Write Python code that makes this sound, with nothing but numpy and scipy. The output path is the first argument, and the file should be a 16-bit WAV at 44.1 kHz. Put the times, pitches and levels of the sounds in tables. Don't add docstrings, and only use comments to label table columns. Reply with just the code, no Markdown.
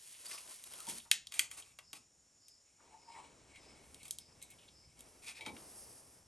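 import sys
import numpy as np
from scipy import signal
from scipy.fft import rfft, irfft, next_fast_len
from scipy.io import wavfile
from scipy.ndimage import map_coordinates

SR = 44100
rng = np.random.default_rng(int(sys.argv[2]) if len(sys.argv) > 2 else 0)


def to_wav(s):
    ch = np.atleast_2d(s).T
    pcm = np.round(np.clip(ch, -1, 1) * 32767)
    wavfile.write(sys.argv[1], SR, pcm.astype(np.int16))


N = 276507

# f/Hz, width/Hz, level/dB
STEEL_MODES = [(590, 900, -8), (1250, 390, -1.5), (1990, 320, -0.5), (2640, 450, 1), (3320, 420, 0),
               (3880, 720, -3.5), (4765, 480, -2), (5060, 550, -3.5), (6650, 1500, -5), (8420, 1080, -4.5),
               (9990, 310, -3.5), (11300, 1600, -8.5), (15340, 7400, -9)]
# t/s, level/dB, chatter/s, low cut/Hz, high cut/Hz
TABLE_KNOCKS = [(0.877, -48, 0.012, 60, 600), (1.395, -66, 0.0099, 120, 1000),
                (1.931, -61.5, 0.0046, 149.3, 998), (5.392, -51, 0.078, 380, 1800),
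                (5.466, -42, 0.016, 240, 1310)]
SWELL_SHAPE = 1.9


def amp(db):
    return 10 ** (np.asarray(db) / 20)


def unit(x):
    return x / np.sqrt(np.mean(x ** 2) + 1e-20)


def along(points, hz):
    f, value = np.transpose(points)
    return np.interp(np.log(hz + 1), np.log(f + 1), value)


def clock():
    return np.arange(N) / SR


def stroke(start_s, length_s):
    progress = np.clip((clock() - start_s) / length_s, 0, 3)
    return (1 - np.exp(-8 * progress)) * np.exp(-progress ** 6)


def swell(peak_s, half_s):
    return np.exp(-np.abs((clock() - peak_s) / half_s) ** SWELL_SHAPE)


def until(end_s, release_s):
    return np.exp(-np.maximum(clock() - end_s, 0) / release_s)


def together(gains):
    return np.sqrt(sum(g ** 2 for g in gains))


def wobble(rate_hz):
    return map_coordinates(rng.standard_normal(N // 16), [clock() * rate_hz], mode="wrap")


def filtered(x, response):
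    n = x.shape[-1]
    size = next_fast_len(n + 8192)
    return irfft(rfft(x, size) * response(np.fft.rfftfreq(size, 1 / SR)), size)[..., :n]


def shaped(x, spectrum):
    return filtered(x, lambda f: amp(along(spectrum, f)))


def resonances(modes, f):
    return sum((-1) ** k * amp(db) * 1j * f * width / (hz * hz - f * f + 1j * f * width)
               for k, (hz, width, db) in enumerate(modes))


def spread(pair):
    # f/Hz, likeness/1
    likeness = [(60, 0.93), (300, 0.84), (700, 0.65), (1500, 0.52), (3000, 1), (6000, 1), (15000, 1)]
    angle = lambda f: np.arccos(np.clip(along(likeness, f), -1, 1)) / 2
    mid, side = filtered(pair, lambda f: np.array([np.cos(angle(f)), np.sin(angle(f))]))
    return np.array([mid + side, mid - side])


def friction(spectrum, grain_db):
    slips = rng.standard_normal((2, N)) * amp(grain_db * wobble(1500))
    return unit(spread(shaped(slips, spectrum)))


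def band(hz, width_hz):
    return unit(filtered(rng.standard_normal(N), lambda f: resonances([(hz, width_hz, 0)], f) ** 2))


def blow(chatter_s, response, grind):
    t = np.arange(SR // 5) / SR
    force = rng.standard_normal(len(t)) * np.exp(-t / chatter_s)
    force *= grind * np.sqrt(chatter_s / 0.00071) / np.linalg.norm(force)
    force[0] = 1
    return unit(filtered(force, response)) * np.sqrt(0.004 * SR / len(t))


def add(track, start_s, sound):
    part = track[round(start_s * SR):][:len(sound)]
    part += sound[:len(part)]


def background():
    # t/s, level/dB
    rumble_levels = [(0, -83), (.7, -80.5), (1.6, -76.5), (2.65, -88), (3.7, -71.5), (4.4, -73.5),
                     (5.2, -73.5), (6.27, -74)]
    # f/Hz, level/dB
    rumble_spectrum = [(20, -15.5), (35, -19.5), (57, -0.5), (85, -5.5), (130, -4.5), (220, -13),
                       (400, -24), (1000, -66)]
    # f/Hz, level/dB
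    air_spectrum = [(20, -14.5), (100, -2.5), (200, -6.5), (500, -5.5), (1200, -11), (2400, -12),
                    (4000, -14), (9000, -11), (16000, -28.5)]
    rest = amp(np.interp(clock(), *np.transpose(rumble_levels)))
    shakes = [amp(db - 24) * stroke(s, length_s=0.1) for s, db, *_ in TABLE_KNOCKS]
    rumble = together([rest] + shakes) * amp(1.2 * wobble(5.4)) * friction(rumble_spectrum, grain_db=4)
    return rumble + amp(-75.3) * friction(air_spectrum, grain_db=1.5)


def crickets():
    # f/Hz, width/Hz, level/dB
    wing_bands = [(5176, 165, -0.5), (4850, 420, -5.5), (7730, 400, -17)]
    chirp_times = [1.915, 2.503, 3.095, 3.683, 4.24, 4.812]
    # f/Hz, width/Hz, level/dB
    trills = [(5580, 760, -76), (6730, 770, -81.5), (7400, 300, -79.5)]
    fade_db_per_s = 1
    wings = sum(amp(db) * band(hz, width_hz) for hz, width_hz, db in wing_bands)
    rough_wings = unit(wings * amp(wobble(160)))
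    chirps = amp(-66.5) * rough_wings * sum(swell(s, half_s=0.097) for s in chirp_times)
    note = band(6880, width_hz=81) * amp(-74 - fade_db_per_s * clock()) * until(3.4, release_s=0.018)
    chorus = sum(amp(db) * band(hz, width_hz) for hz, width_hz, db in trills)
    return chirps + note + chorus


def paper():
    # peak t/s, half length/s, crinkle/dB, rub/dB
    shifts = [(0.083, 0.026, -56, -92), (0.309, 0.09, -48.5, -62), (0.489, 0.05, -56, -64),
              (0.551, 0.028, -55.5, -76), (0.784, 0.15, -54.5, -63.5), (0.905, 0.029, -41.5, -65),
              (0.966, 0.044, -50, -67.5)]
    # f/Hz, level/dB
    paper_spectrum = [(60, -25), (300, -17.5), (1200, -14.5), (1900, -1.5), (3000, 0.5), (4000, 0),
                      (4900, 2), (6200, 2.5), (9000, 2.5), (16000, 2.5)]
    # f/Hz, width/Hz, level/dB
    rub_modes = [(296, 390, -1.5), (680, 270, 3.5), (1024, 140, 5.5), (1420, 260, 2), (2620, 360, -5)]
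    hold_crinkle_db, hold_rub_db, buckles_per_s = -57, -79, 260
    hold = amp([[hold_crinkle_db], [hold_rub_db]]) * until(0.95, release_s=0.1)
    moves = [amp([[crinkle_db], [rub_db]]) * swell(s, half_s)
             for s, half_s, crinkle_db, rub_db in shifts]
    crinkle_gain, rub_gain = together([hold] + moves)
    grip = amp(1.5 * wobble(70))
    buckles = rng.random(N) < buckles_per_s / SR * amp(6 * wobble(35))
    crackle = unit(shaped(buckles * rng.standard_normal(N), paper_spectrum))
    crinkle = friction(paper_spectrum, grain_db=1.5) + amp(-7) * crackle
    slips = friction([(100, 0.02), (5000, 0.0006)], grain_db=3)
    rub = unit(filtered(slips, lambda f: resonances(rub_modes, f)))
    return grip * (crinkle_gain * crinkle + rub_gain * rub)


def skids():
    # peak t/s, half length/s, f/Hz, width/Hz, level/dB
    bursts = [(0.146, 0.017, 2750, 1500, -60), (0.27, 0.012, 4700, 450, -56),
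              (0.315, 0.0063, 2300, 1800, -50), (0.337, 0.029, 5100, 1500, -49.5),
              (0.347, 0.044, 1160, 400, -63), (0.382, 0.0059, 2450, 800, -53),
              (0.74, 0.0065, 2870, 900, -55.5), (0.804, 0.015, 1320, 220, -62),
              (0.879, 0.0094, 884, 300, -55.5), (1.002, 0.0037, 3300, 1300, -51),
              (1.061, 0.0074, 1000, 900, -66), (2.807, 0.016, 1100, 710, -71),
              (3.162, 0.008, 1930, 260, -57), (4.433, 0.016, 3970, 496, -62.5),
              (4.593, 0.007, 3180, 1200, -63.5), (4.626, 0.031, 3000, 1600, -69.5),
              (4.687, 0.0072, 3700, 2040, -61.5), (5.393, 0.0048, 1890, 300, -57)]
    grain_db = 3.5
    out = np.zeros(N)
    t = np.arange(-SR // 10, SR // 10) / SR
    knots_s = t[::SR // 400]
    for s, half_s, hz, width_hz, db in bursts:
        slips = rng.standard_normal(len(t))
        slips *= amp(grain_db * np.interp(t, knots_s, rng.standard_normal(len(knots_s))))
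        rasp = unit(filtered(slips, lambda f: resonances([(hz, width_hz, 0)], f) ** 2))
        envelope = np.exp(-np.abs(t / half_s) ** SWELL_SHAPE)
        out += np.interp(clock(), s + t, amp(db) * rasp * envelope, left=0, right=0)
    return out


def click(chatter_s, low_hz, main_hz, tilt_db_per_oct):
    # f/Hz, width/Hz, level/dB
    ting = [(11400, 1600, -7.5)]
    highpass = signal.cheby1(5, 0.3, low_hz, "high", analog=True)

    def body(f):
        low_cut = signal.freqs(*highpass, f)[1] + 0.063
        main_note = 1 + resonances([(main_hz, 0.3 * main_hz, -3)], f)
        tilt = amp(tilt_db_per_oct * np.log2((f + 500) / 4000))
        return resonances(STEEL_MODES, f) * low_cut * main_note * (1 + resonances(ting, f)) * tilt
    return blow(chatter_s, body, grind=0.36)


def contacts():
    # t/s, level/dB, chatter/s, lowest f/Hz, main f/Hz, tilt/(dB/octave)
    hits = [(1.1136, -29.5, 0.0026, 3020, 9000, 11), (1.1143, -20, 0.0003, 1930, 4000, -1.5),
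            (1.2705, -45, 0.00065, 3370, 4360, -4.5), (1.3222, -44, 0.0015, 1140, 5200, 1),
            (1.34, -38.5, 0.016, 1630, 2250, 3), (1.3934, -21, 0.0036, 1710, 2170, 1.1),
            (1.514, -43, 0.0055, 1240, 1840, 2.5), (1.623, -53.5, 0.008, 2850, 3400, -6),
            (1.788, -47, 0.0061, 555, 1890, -0.5), (1.931, -42, 0.0069, 680, 2930, 1),
            (2.483, -53.5, 0.0064, 1987, 5540, 4), (3.558, -55, 0.0066, 1780, 2300, -4.5),
            (3.945, -50.5, 0.0019, 2450, 3900, 1), (4.031, -49, 0.008, 3020, 4030, 5),
            (4.054, -50, 0.005, 2000, 2400, 2.5), (4.081, -47, 0.0063, 3000, 4000, 6.5),
            (4.109, -32.5, 0.00028, 3440, 4300, 6), (4.186, -41.5, 0.00055, 3380, 3930, 3),
            (4.417, -53, 0.0067, 2200, 3800, 3), (4.426, -44, 0.0063, 2130, 7950, 6.5),
            (4.504, -47.5, 0.014, 2200, 2430, 10), (4.9918, -53.5, 0.0065, 3220, 4260, 5),
            (5.007, -47, 0.0013, 2490, 3350, 8.5), (5.409, -47.5, 0.021, 2230, 3750, -3),
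            (5.462, -40.5, 0.019, 714, 3720, -2.5), (5.566, -52.5, 0.0072, 1450, 3020, -6.5)]
    # t/s, level/dB
    snaps = [(0.639, -44.5), (0.7364, -45), (0.8034, -41.5), (0.869, -42.5), (0.898, -39.5), (0.983, -44)]
    out = np.zeros(N)
    for s, db, chatter_s, low_hz, main_hz, tilt_db_per_oct in hits:
        add(out, s, amp(db) * click(chatter_s, low_hz, main_hz, tilt_db_per_oct))
    for s, db in snaps:
        add(out, s, amp(db) * click(chatter_s=0.0041, low_hz=1977, main_hz=3600, tilt_db_per_oct=6))
    return out


def thuds():
    # f/Hz, width/Hz, level/dB
    table_modes = [(155, 90, -1.5), (262, 90, 3), (350, 90, 0), (535, 90, -2.5), (835, 110, -3.5),
                   (1050, 88, -7.5)]
    rock_s, rock_loss_db, rock_cutoff_ratio = 0.018, 6.5, 0.55
    out = np.zeros(N)
    for s, db, chatter_s, low_hz, high_hz in TABLE_KNOCKS:
        for k in range(3):
            cutoff_hz = high_hz * rock_cutoff_ratio ** k
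            passband = lambda f: (1j * f / (low_hz + 1j * f)) ** 2 / (1 + 1j * f / cutoff_hz)
            knock = blow(chatter_s, lambda f: resonances(table_modes, f) * passband(f), grind=0.91)
            add(out, s + k * rock_s, amp(db - k * rock_loss_db) * knock)
    return out


def sing(modes):
    scatter_db = 2
    t = np.arange(SR // 3) / SR
    hz, db, t60_s = np.transpose(modes)[:, :, None]
    decay = amp(db + scatter_db * rng.standard_normal(hz.shape) - 60 * t / t60_s)
    highpass = signal.butter(4, 1500, "high", fs=SR, output="sos")
    return signal.sosfilt(highpass, np.sum(decay * np.sin(2 * np.pi * hz * t), axis=0))


def clanks():
    # t/s, ring level/dB, jaw level/dB
    blows = [(1.1157, -43, -56), (1.394, -63, -44)]
    # f/Hz, level/dB, t60/s
    ring_modes = [(1836, -6.5, 0.23), (1884, 11, .025), (2530, 2, 0.1395), (2475, 16.5, .015),
                  (3040, -3.5, .15), (3200, 2, .12), (3973, -7.5, .14), (4447, -1, .12), (4560, 6, .025),
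                  (5114, -0.5, .12), (5502, -7, .18), (5825, -4, .18), (6170, -5, 0.18), (6740, -4, 0.17),
                  (7000, -1.5, 0.17), (7720, -6, .17), (8050, -4, .16), (10680, 15.5, 0.017)]
    # f/Hz, level/dB, t60/s
    jaw_modes = [(1820, -3, 0.086), (1910, -6.5, .13), (2200, -9, .14), (2300, 14, .014), (2450, -7, .12),
                 (3400, -3, 0.15), (4032, -8, .2), (4339, -10, .2), (4700, -9, .17), (4786, -7.5, .14),
                 (6500, -1, 0.15), (6940, 15, 0.022), (8400, -4, .14), (8760, 15, .01)]
    out = np.zeros(N)
    for s, ring_db, jaw_db in blows:
        add(out, s, amp(ring_db) * sing(ring_modes) + amp(jaw_db) * sing(jaw_modes))
    return out


def scrapes():
    # t/s, length/s, level/dB, rasp share of power/1
    slides = [(1.31, 0.15, -51, 0.17), (1.502, 0.058, -53.5, 0.06), (1.566, 0.04, -49.5, 0.07),
              (1.599, 0.14, -66, 0.25), (1.948, 0.029, -54.5, 0.32), (3.608, 0.06, -68, 0.8),
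              (4.041, 0.036, -57, 0.14), (5.218, 0.071, -56.5, 0.27), (5.261, 0.059, -49, 0.53),
              (5.347, 0.051, -54, 0.73)]
    # f/Hz, width/Hz, level/dB
    rasp_modes = [(2384, 430, 9), (2656, 310, 9.5), (3500, 660, 0.5), (5230, 1050, -0.5)]
    colour = lambda f: amp(along([(1000, -7.5), (3000, -9.0), (9000, 0.5)], f))
    slips = rng.standard_normal((2, N)) * amp(1.9 * wobble(900))
    steel = unit(filtered(slips[0], lambda f: resonances(STEEL_MODES, f) * colour(f)))
    bar = unit(filtered(slips[1], lambda f: resonances(rasp_modes, f)))
    out = np.zeros(N)
    for s, length_s, db, share in slides:
        out += amp(db) * stroke(s, length_s) * (np.sqrt(1 - share) * steel + np.sqrt(share) * bar)
    return out


def screw():
    # t/s, level/dB
    pushes = [(2.785, -70), (3.12, -64.5), (3.57, -64.5), (4.261, -68), (4.95, -67), (5.53, -61.5)]
    # f/Hz, level/dB
    drag_spectrum = [(25, -13), (90, -8), (150, -10), (250, -1.5), (500, -3), (900, -6), (1500, -12.5),
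                     (2300, -13.5), (3500, -16.5), (8000, -16.5), (12000, -35)]
    rise_s, fade_s = 0.02, 0.64
    gains = []
    for s, db in pushes:
        age_s = np.maximum(clock() - s, 0)
        gains.append(amp(db) * (1 - np.exp(-age_s / rise_s)) * np.exp(-(age_s / fade_s) ** 2))
    return together(gains) * amp(0.85 * wobble(25)) * friction(drag_spectrum, grain_db=1)


def thread():
    # f/Hz, width/Hz, level/dB
    screw_modes = [(2200, 57, 2), (2297, 60, 0.5), (2550, 200, -5.5), (2910, 130, -6.5), (3170, 230, -9),
                   (4080, 290, -9.5), (7600, 450, -9), (9400, 240, -14)]
    # peak t/s, half length/s, f/Hz, level/dB
    squeaks = [(2.854, 0.044, 925, -76), (2.936, 0.025, 860, -65), (3.046, 0.034, 950, -73),
               (3.094, 0.022, 927, -62), (3.176, 0.03, 960, -55), (3.24, 0.032, 940, -69.5),
               (3.557, 0.023, 2160, -62.5)]
    # peak t/s, half length/s, level/dB
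    turns = [(2.94, 0.27, -76.5), (3.194, 0.12, -69.5), (3.516, 0.078, -69.5), (3.74, 0.2, -72),
             (4.054, 0.23, -71), (4.422, 0.038, -68), (4.516, 0.027, -66.5), (4.64, .06, -75),
             (5.003, 0.27, -75.5)]
    bend_ratio, flutter_ratio = 0.028, 0.0354
    flutter = flutter_ratio * wobble(450)
    catches = rng.standard_normal(N) * amp(4 * wobble(45))
    grate = unit(filtered(catches, lambda f: resonances(screw_modes, f)))
    squeaking = np.zeros(N)
    for s, half_s, hz, db in squeaks:
        push = np.clip((clock() - s) / half_s, -1, 1)
        phase = 2 * np.pi * np.cumsum(hz * (1 + bend_ratio * push + flutter)) / SR
        tone = np.sin(phase) + amp(-14) * np.sin(2 * phase)
        rasp = amp(-2) * band(hz, width_hz=250) + amp(-12) * grate
        squeaking += amp(db) * swell(s, half_s) * (tone + rasp)
    turning = together(amp(db) * swell(s, half_s) for s, half_s, db in turns)
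    return squeaking * unit(amp(3 * wobble(400))) + turning * grate


def sleeve():
    # peak t/s, half length/s, level/dB
    swings = [(3.947, 0.13, -64), (4.55, 0.24, -69.5), (5.125, 0.18, -64.5), (5.796, 0.31, -53.5)]
    # f/Hz, level/dB
    cloth_spectrum = [(500, -29), (2000, -37), (4000, -9), (5000, 9.5), (7000, 4), (9000, 8), (16000, 9)]
    arm = together(amp(db) * swell(s, half_s) for s, half_s, db in swings)
    return arm * amp(1.2 * wobble(31)) * friction(cloth_spectrum, grain_db=0.5)


def handle_knocks():
    # t/s, level/dB, chatter/s
    knocks = [(5.409, -42.5, .016), (5.452, -46, 0.0086), (5.463, -40.5, 0.021)]
    # f/Hz, width/Hz, level/dB
    bar_modes = [(2004, 82, -5), (2290, 27, 10), (2600, 120, -15), (3640, 82, -12), (3830, 270, -4.5)]
    out = np.zeros(N)
    for s, db, chatter_s in knocks:
        add(out, s, amp(db) * blow(chatter_s, lambda f: resonances(bar_modes, f), grind=0.47))
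    return out


def early_reflections(x):
    t = np.arange(SR // 40) / SR
    scatter = rng.standard_normal((2, len(t))) * np.exp(-t / 0.0016) * (t > 0.001)
    scatter += 1.1 * scatter[::-1]
    return signal.fftconvolve(x[None], scatter / np.linalg.norm(scatter[0]), axes=1)[:, :N]


def reverb(x):
    # f/Hz, t60/s
    decay_times = [(150, 0.32), (1000, 0.24), (2200, 0.26), (7000, 0.22), (12000, 0.13)]
    # f/Hz, gain/dB
    tail_spectrum = [(100, 0), (1000, 1.5), (1900, -7.5), (2600, -6), (4500, -6.5), (7000, -2.5),
                     (9000, -2), (12000, -3)]
    hz, t, noise = signal.stft(rng.standard_normal((2, SR // 2)), SR, nperseg=256)
    decay = amp(-60 * t / along(decay_times, hz)[:, None])
    tail = signal.istft(noise * decay, SR, nperseg=256)[1]
    tail = spread(shaped(tail, tail_spectrum))
    tail = np.pad(tail / np.linalg.norm(tail[0]), ((0, 0), (SR // 300, 0)))
    return signal.fftconvolve(x[None], tail, axes=1)[:, :N]


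def scene():
    clicks = contacts()
    rubs = thuds() + scrapes() + skids() + thread()
    rings = clanks() + handle_knocks()
    close = clicks * amp([[0.49], [-0.49]]) + amp(-7.5) * early_reflections(clicks) + rubs + rings
    room = reverb(amp(-7.5) * clicks + amp(-4.5) * rubs + amp(-10.5) * rings)
    return close + room + screw() + paper() + sleeve() + crickets() + background()


def record(dry):
    # f/Hz, gain/dB
    mic_curve = [(20, 1.5), (8000, -0.5), (9500, 5.5), (10800, 7), (11700, -5.5), (12500, -15.5),
                 (13500, -29.5), (15200, -32.5), (16000, -28)]
    # f/Hz, left minus right/dB
    balance = [(100, -0.5), (500, 1.5), (1600, 3), (2600, 1.5), (4000, 1), (6000, 0.5), (10000, 0)]
    # f/Hz, left lead/rad
    phase_lead = [(20, 0), (2000, 0), (3200, .65), (5500, .2), (8750, 0), (11700, -6.2), (12700, -6.5),
                  (15000, -12.5)]
    top_hz, taper_hz = 16700, 600

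    def response(f):
        sides = amp(np.array([[0.5], [-0.5]]) * along(balance, f))
        right_lag = np.exp(1j * np.array([[0], [-1]]) * along(phase_lead, f))
        band_limit = np.clip((top_hz - f) / taper_hz, 0, 1)
        return amp(along(mic_curve, f)) * sides * right_lag * band_limit
    return filtered(dry, response)


dry = scene()
out = record(dry)
to_wav(out)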